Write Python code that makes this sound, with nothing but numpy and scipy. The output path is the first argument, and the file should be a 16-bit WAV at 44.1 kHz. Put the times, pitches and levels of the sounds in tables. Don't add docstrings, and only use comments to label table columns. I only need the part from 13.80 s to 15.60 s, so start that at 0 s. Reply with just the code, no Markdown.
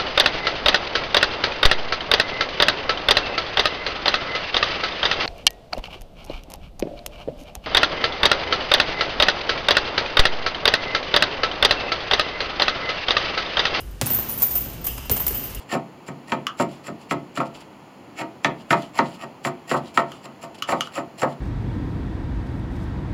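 import sys
import numpy as np
from scipy import signal
from scipy.fft import rfft, irfft, next_fast_len
from scipy.io import wavfile

SR = 44100
rng = np.random.default_rng(int(sys.argv[2]) if len(sys.argv) > 2 else 0)


def materialize(psi):
    bounded = np.clip(np.atleast_2d(psi).T, -1, 1)
    quanta = np.round(bounded * 32767).astype(np.int16)
    wavfile.write(sys.argv[1], SR, quanta)


N = 79380


def amp(db):
    return 10 ** (np.asarray(db) / 20)


def unit(x):
    return x / np.sqrt(np.mean(x ** 2) + 1e-20)


def along(points, hz):
    freqs, values = np.transpose(points)
    return np.interp(np.log(hz + 1), np.log(np.sort(freqs) + 1), values)


def fader(rows):
    return amp(np.interp(np.arange(N) / SR, *np.transpose(rows)))


def since(start):
    return np.maximum(np.arange(N) / SR - start, 0)


def delayed(x, seconds):
    return np.pad(x, (max(round(seconds * SR), 0), 0))[:N]


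def strike(start, rise, t60):
    t = since(start)
    return (1 - np.exp(-t / rise)) * np.exp(-np.log(1000) * t / t60)


def eq(x, curve):
    size = 2 * next_fast_len(N)
    gain = unit(amp(along(curve, np.fft.rfftfreq(size, 1 / SR))))
    cepstrum = irfft(np.log(gain + 1e-6))
    cepstrum[1:size // 2] *= 2
    cepstrum[size // 2 + 1:] = 0
    return irfft(rfft(x, size) * np.exp(rfft(cepstrum)), size)[:N]


def noise(curve):
    return unit(eq(rng.standard_normal(N), curve))


def rattle(contacts_per_s=1300, grit=0.44):
    hits = rng.random(N) < contacts_per_s / SR
    contacts = hits * rng.choice([-1, 1], N) * amp(rng.normal(0, 3.2, N))
    return np.sqrt(grit) * unit(contacts) + np.sqrt(1 - grit) * rng.standard_normal(N)


# start in seconds, slap in dB, gap to the second slap in seconds, second slap
# in dB, pop in dB, thud in dB, thud pitch in Hz, thud delay in seconds, trim in dB for the tail
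PUNCHES = [(0.2139, 2, .00383, -6.5, -19.5, -16.5, 121, 0.0158, 0),
           (1.2969, -2, 0.0029, -20, -23, -19, 84, 0.0153, -3.5)]
# pitch in Hz, level in dB, t60 in seconds.
SKIN_MODES = [(247.8, -29.5, 0.32), (389.6, -24.5, 0.064), (543, -24, .05)]
# frequency in Hz, gain in dB.
SLAP_EQ = [(100, 2), (600, 7), (1500, 10.5), (4000, 6), (9000, 3.5), (14000, 0.5), (17000, -11)]
CRUMPLE_EQ = [(40, -4), (120, -0.5), (250, 4), (550, 0.5), (900, -4), (3000, -6.5), (8000, -13.5),
              (16000, -13.5)]
BOOM_EQ = [(30, -12), (60, -4.5), (125, -1), (260, -3), (360, -11.5), (600, -16.5), (1200, -22.5),
           (3000, -24.5), (8000, -56), (16000, -39.5)]
def punches():
    spikes, body, boom = np.zeros((3, N))
    for start, slap_db, gap, second_db, pop_db, thud_db, thud_hz, thud_delay, tail_db in PUNCHES:
        spikes[round(start * SR)] += amp(slap_db)
        spikes[round((start + gap) * SR)] += amp(second_db)
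        body += amp(pop_db) * air_pop(start)
        body += amp(thud_db) * filling_thud(start + thud_delay, thud_hz)
        crumple = unit(eq(rattle(), CRUMPLE_EQ))
        body += 2 * amp(tail_db - 26.5) * strike(start, rise=0.001, t60=0.11) * crumple
        t = since(start)
        for hz, db, t60 in SKIN_MODES:
            body += amp(db + tail_db) * strike(start, rise=0.0043, t60=t60) * np.sin(2 * np.pi * hz * t)
        bloom = 1 - np.exp(-t / 0.017)
        boom += amp(tail_db - 28.5) * bloom * delayed(hall_tail(), start)
    suction = 0.67 * delayed(spikes, seconds=0.00007)
    slaps = eq(spikes - suction, SLAP_EQ)
    return in_hall(slaps, wet_db=-5) + body + eq(boom, BOOM_EQ)


def air_pop(start, from_hz=1346, to_hz=507, fall_s=0.00177):
    t = since(start)
    cycles = to_hz * t + (from_hz - to_hz) * fall_s * (1 - np.exp(-t / fall_s))
    return strike(start, rise=0.0001, t60=0.042) * np.sin(2 * np.pi * cycles)


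def filling_thud(start, hz):
    return -2 * strike(start, rise=0.0031, t60=0.067) * np.sin(2 * np.pi * hz * since(start))


# start in seconds, rattle t60 in seconds, then ring, click and knock in dB.
JERKS = [(.003, 0.093, -42, -39.5, -61), (.109, .04, -48, -71, -55), (.224, .05, -44, -40, -50),
         (0.2587, 0.018, -28, -26, -42), (.268, 0.077, -20.5, -29, -28), (.302, 0.15, -16.5, -40, -30.5),
         (.328, 0.19, -17.5, -42, -37.5), (0.344, 0.078, -21, -34, -42), (0.384, 0.12, -20, -36.5, -32),
         (0.406, 0.043, -49, -48, -45), (.485, 0.24, -25.5, -34, -39.5), (.520, 0.073, -29, -37, -62),
         (.572, 0.17, -27.5, -52, -55), (0.586, 0.016, -29, -25.5, -61), (0.597, 0.24, -32, -30.5, -37),
         (.619, 0.14, -10.5, -23.5, -29.5), (.702, 0.3, -24, -37, -48), (0.752, 0.098, -15.5, -27.5, -32.5),
         (.773, 0.095, -20.5, -33.5, -52), (0.804, 0.065, -27, -43, -53), (.859, 0.04, -52, -42, -39),
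         (.930, 0.075, -63, -40.5, -44), (1.0142, 0.014, -35.5, -56, -64), (1.041, 0.13, -23.5, -32, -35.5),
         (1.064, 0.11, -21.5, -26, -32.5), (1.178, 0.045, -45, -34.5, -30), (1.251, 0.095, -37, -50, -40),
         (1.3, 0.023, -26, -32, -46), (1.312, 0.14, -15.5, -29, -36.5), (1.366, 0.072, -23, -29, -28),
         (1.398, 0.087, -19.5, -47, -32), (1.465, 0.059, -17, -31.5, -31), (1.478, 0.042, -17, -21, -34),
         (1.507, .04, -33, -47, -31.5), (1.544, 0.12, -23.5, -36, -36.5), (1.568, 0.18, -25, -59, -66),
         (1.636, 0.14, -28.5, -38.5, -42.5), (1.695, 0.16, -51, -40, -44), (1.747, 0.035, -32, -28.5, -64)]
# frequency in Hz, gain in dB.
PING_EQ = [(1000, -35), (12000, -49), (13200, -17), (13600, 12), (14250, 17), (14650, 5), (15100, 7),
           (15700, -17), (16500, -61)]
CLICK_EQ = [(500, -16.5), (2000, -1.5), (4000, -6.5), (6500, 1), (8000, 0), (10500, 6.5), (13000, 3.5),
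            (15000, -49), (16500, -93)]
KNOCK_EQ = [(50, 3.5), (130, -4), (280, 0.5), (520, 5), (1000, 4.5), (1700, -1.5), (2700, -11.5),
            (4500, -15), (12000, -25.5)]
def chain():
    ring, pings, clicks, knocks = np.zeros((4, N))
    for start, t60, ring_db, click_db, knock_db in JERKS:
        burst = strike(start, rise=0.018 * t60, t60=t60) * rattle()
        pings += amp(ring_db + 0.5) * burst
        clicks += amp(click_db) * burst
        knocks += amp(knock_db) * burst
        ring_envelope = strike(start, rise=0.07 * t60, t60=t60 + 0.066)
        ring += amp(ring_db - 1.5) * ring_envelope * delayed(link_shimmer(), start)
    links = ring + eq(pings, PING_EQ)
    clatter = eq(clicks + clacks(), CLICK_EQ) + eq(knocks, KNOCK_EQ)
    return in_hall(links, wet_db=-6) + in_hall(clatter, wet_db=-4.5)


# pitch in Hz, relative level in dB.
LINK_MODES = [(13440, 8), (13570, 3), (13800, 15.5), (13940, -39), (14135, -8), (14220, -10), (14290, -25),
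              (14385, 16.5), (14470, -27), (14612, 10), (14900, -36), (15020, -22)]
def link_shimmer(linewidth_hz=5, scatter_db=1):
    t = np.arange(SR // 2) / SR
    hz, db = np.transpose(LINK_MODES)
    gains = amp(db + rng.normal(0, scatter_db, len(hz)))
    waver = np.cumsum(rng.standard_normal((len(hz), len(t))), axis=1)
    waver *= np.sqrt(2 * np.pi * linewidth_hz / SR)
    cycles = hz[:, None] * t + rng.random((len(hz), 1))
    shimmer = unit(gains @ np.sin(2 * np.pi * cycles + waver))
    return np.pad(shimmer, (0, N))


# start in seconds, level in dB.
CLACKS = [(0.301, -13), (.3450, -15.5), (1.3158, -11.5), (1.3640, -15.5), (1.377, -19), (1.3986, -20),
          (1.4660, -8.5), (1.508, -17)]
def clacks():
    out = np.zeros(N)
    for start, db in CLACKS:
        snap = strike(start, rise=0.0001, t60=0.0086) * rng.standard_normal(N)
        out += 2 * amp(db) * snap / np.linalg.norm(snap)
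    return out


# start in seconds, level in dB.
GRINDS = [(.003, -45.5), (0.301, -38.5), (0.759, -36.5), (1.066, -32), (1.096, -41), (1.178, -40.5),
          (1.225, -45), (1.321, -34.5), (1.372, -39.5), (1.469, -50), (1.551, -38.5), (1.63, -41),
          (1.763, -43)]
# frequency
# in Hz, gain in dB.
SWIVEL_EQ = [(1000, -29), (2400, -17), (2750, -1.5), (3120, -4), (3500, -17.5), (4400, -48), (5000, -7),
             (5800, -41), (11000, -31), (11500, -5), (12000, -29), (16000, -52)]
def swivel():
    envelope = sum(amp(db) * strike(start, rise=0.0016, t60=0.15) for start, db in GRINDS)
    return in_hall(eq(rattle() * envelope, SWIVEL_EQ), wet_db=-5)


# start in seconds, length in seconds, opening pitch in Hz, level in dB.
SQUEAKS = [(0.266, 0.0015, 10300, -11), (0.5, 0.0062, 10450, -29), (0.509, 0.019, 10650, -30.5),
           (0.537, 0.0067, 10300, -31), (0.546, .014, 10200, -42)]
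def squeaks(fall_hz_per_s=27000):
    out = np.zeros(N)
    for start, length, hz, db in SQUEAKS:
        t = since(start)
        swell = np.sin(np.pi * np.minimum(t / length, 1))
        cycles = (hz - fall_hz_per_s * t / 2) * t
        roughness = np.cumsum(rng.normal(0, 0.137, N))
        out += amp(db) * swell * np.sin(2 * np.pi * cycles + roughness)
    return in_hall(out, wet_db=-6)


# start in seconds, level in dB.
BUMPS = [(0.271, -32.5), (0.61, -27.5), (1.313, -21), (1.378, -29), (1.394, -57), (1.507, -31),
         (1.572, -57), (1.71, -50)]
# frequency in Hz, gain in dB.
BUMP_EQ = [(40, -38), (110, 13), (250, -8), (450, 12), (700, -17), (1500, -23), (5000, -45)]
def bumps():
    envelope = sum(amp(db) * strike(start, rise=0.0022, t60=0.077) for start, db in BUMPS)
    return envelope * noise(BUMP_EQ)


# time in seconds, level in dB.
RUMBLE_RIDE = [(0, -37), (.06, -35.5), (.145, -35.5), (.185, -40), (.29, -45), (.42, -37), (.51, -51),
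               (.65, -52), (.73, -38), (.92, -40.5), (1.03, -39.5), (1.09, -34), (1.27, -37.5),
               (1.40, -40.5), (1.55, -32), (1.61, -49), (1.71, -40), (1.78, -31)]
DRONE_RIDE = [(0, -44.5), (.2, -47.5), (.35, -39.5), (.8, -39), (1.05, -39.5), (1.25, -43.5), (1.52, -40.5),
              (1.65, -39), (1.8, -41)]
# frequency in Hz, gain in dB.
RUMBLE_EQ = [(20, -14.5), (33, -28.5), (43, 3.5), (54, 4), (65, 2.5), (90, -12), (140, -16), (400, -112)]
DRONE_EQ = [(50, -30.5), (100, -6), (125, -0.5), (150, -7), (200, -10), (250, -6.5), (295, -12), (340, -12),
            (520, -16), (1000, -29.5), (3000, -66.5)]
VENT_EQ = [(50, 4), (250, -2), (600, -0.5), (1500, -2.5), (3000, -7.5), (6000, -12), (12000, -16),
           (16000, -42)]
def room_tone(steadiness=0.53):
    rumble = noise(RUMBLE_EQ)
    envelope = np.abs(signal.hilbert(rumble)) + 0.1
    rumble = unit(rumble / envelope ** steadiness)
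    drone = noise(DRONE_EQ)
    ventilation = amp(-52) * noise(VENT_EQ)
    return fader(RUMBLE_RIDE) * rumble + fader(DRONE_RIDE) * drone + ventilation


# frequency in Hz, t60 in seconds.
HALL_DECAY = [(60, 0.66), (250, 1.55), (1000, 2.03), (3000, 2.93), (7000, 1.3), (11000, 0.54),
              (14500, 0.56)]
def hall_tail():
    hz, t, spectrum = signal.stft(rng.standard_normal(N), SR, nperseg=256)
    decay = np.exp(-np.log(1000) * t / along(HALL_DECAY, hz)[:, None])
    return signal.istft(spectrum * decay, SR, nperseg=256)[1][:N]


def in_hall(x, wet_db, predelay_s=0.014, build_s=0.0082):
    tail = hall_tail() * (1 - np.exp(-since(0) / build_s))
    response = delayed(tail, predelay_s) / np.linalg.norm(tail)
    return x + amp(wet_db) * signal.fftconvolve(x, response)[:N]


def scene():
    return (punches() + chain() + swivel() + squeaks() + bumps() + room_tone())[None]


def record(dry):
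    cutoff_hz, fade_hz = 16600, 600
    size = 2 * next_fast_len(N)
    passband = np.clip((cutoff_hz - np.fft.rfftfreq(size, 1 / SR)) / fade_hz + 0.5, 0, 1)
    return irfft(rfft(dry, size) * passband, size)[:, :N]


dry = scene()
out = record(dry)
materialize(out)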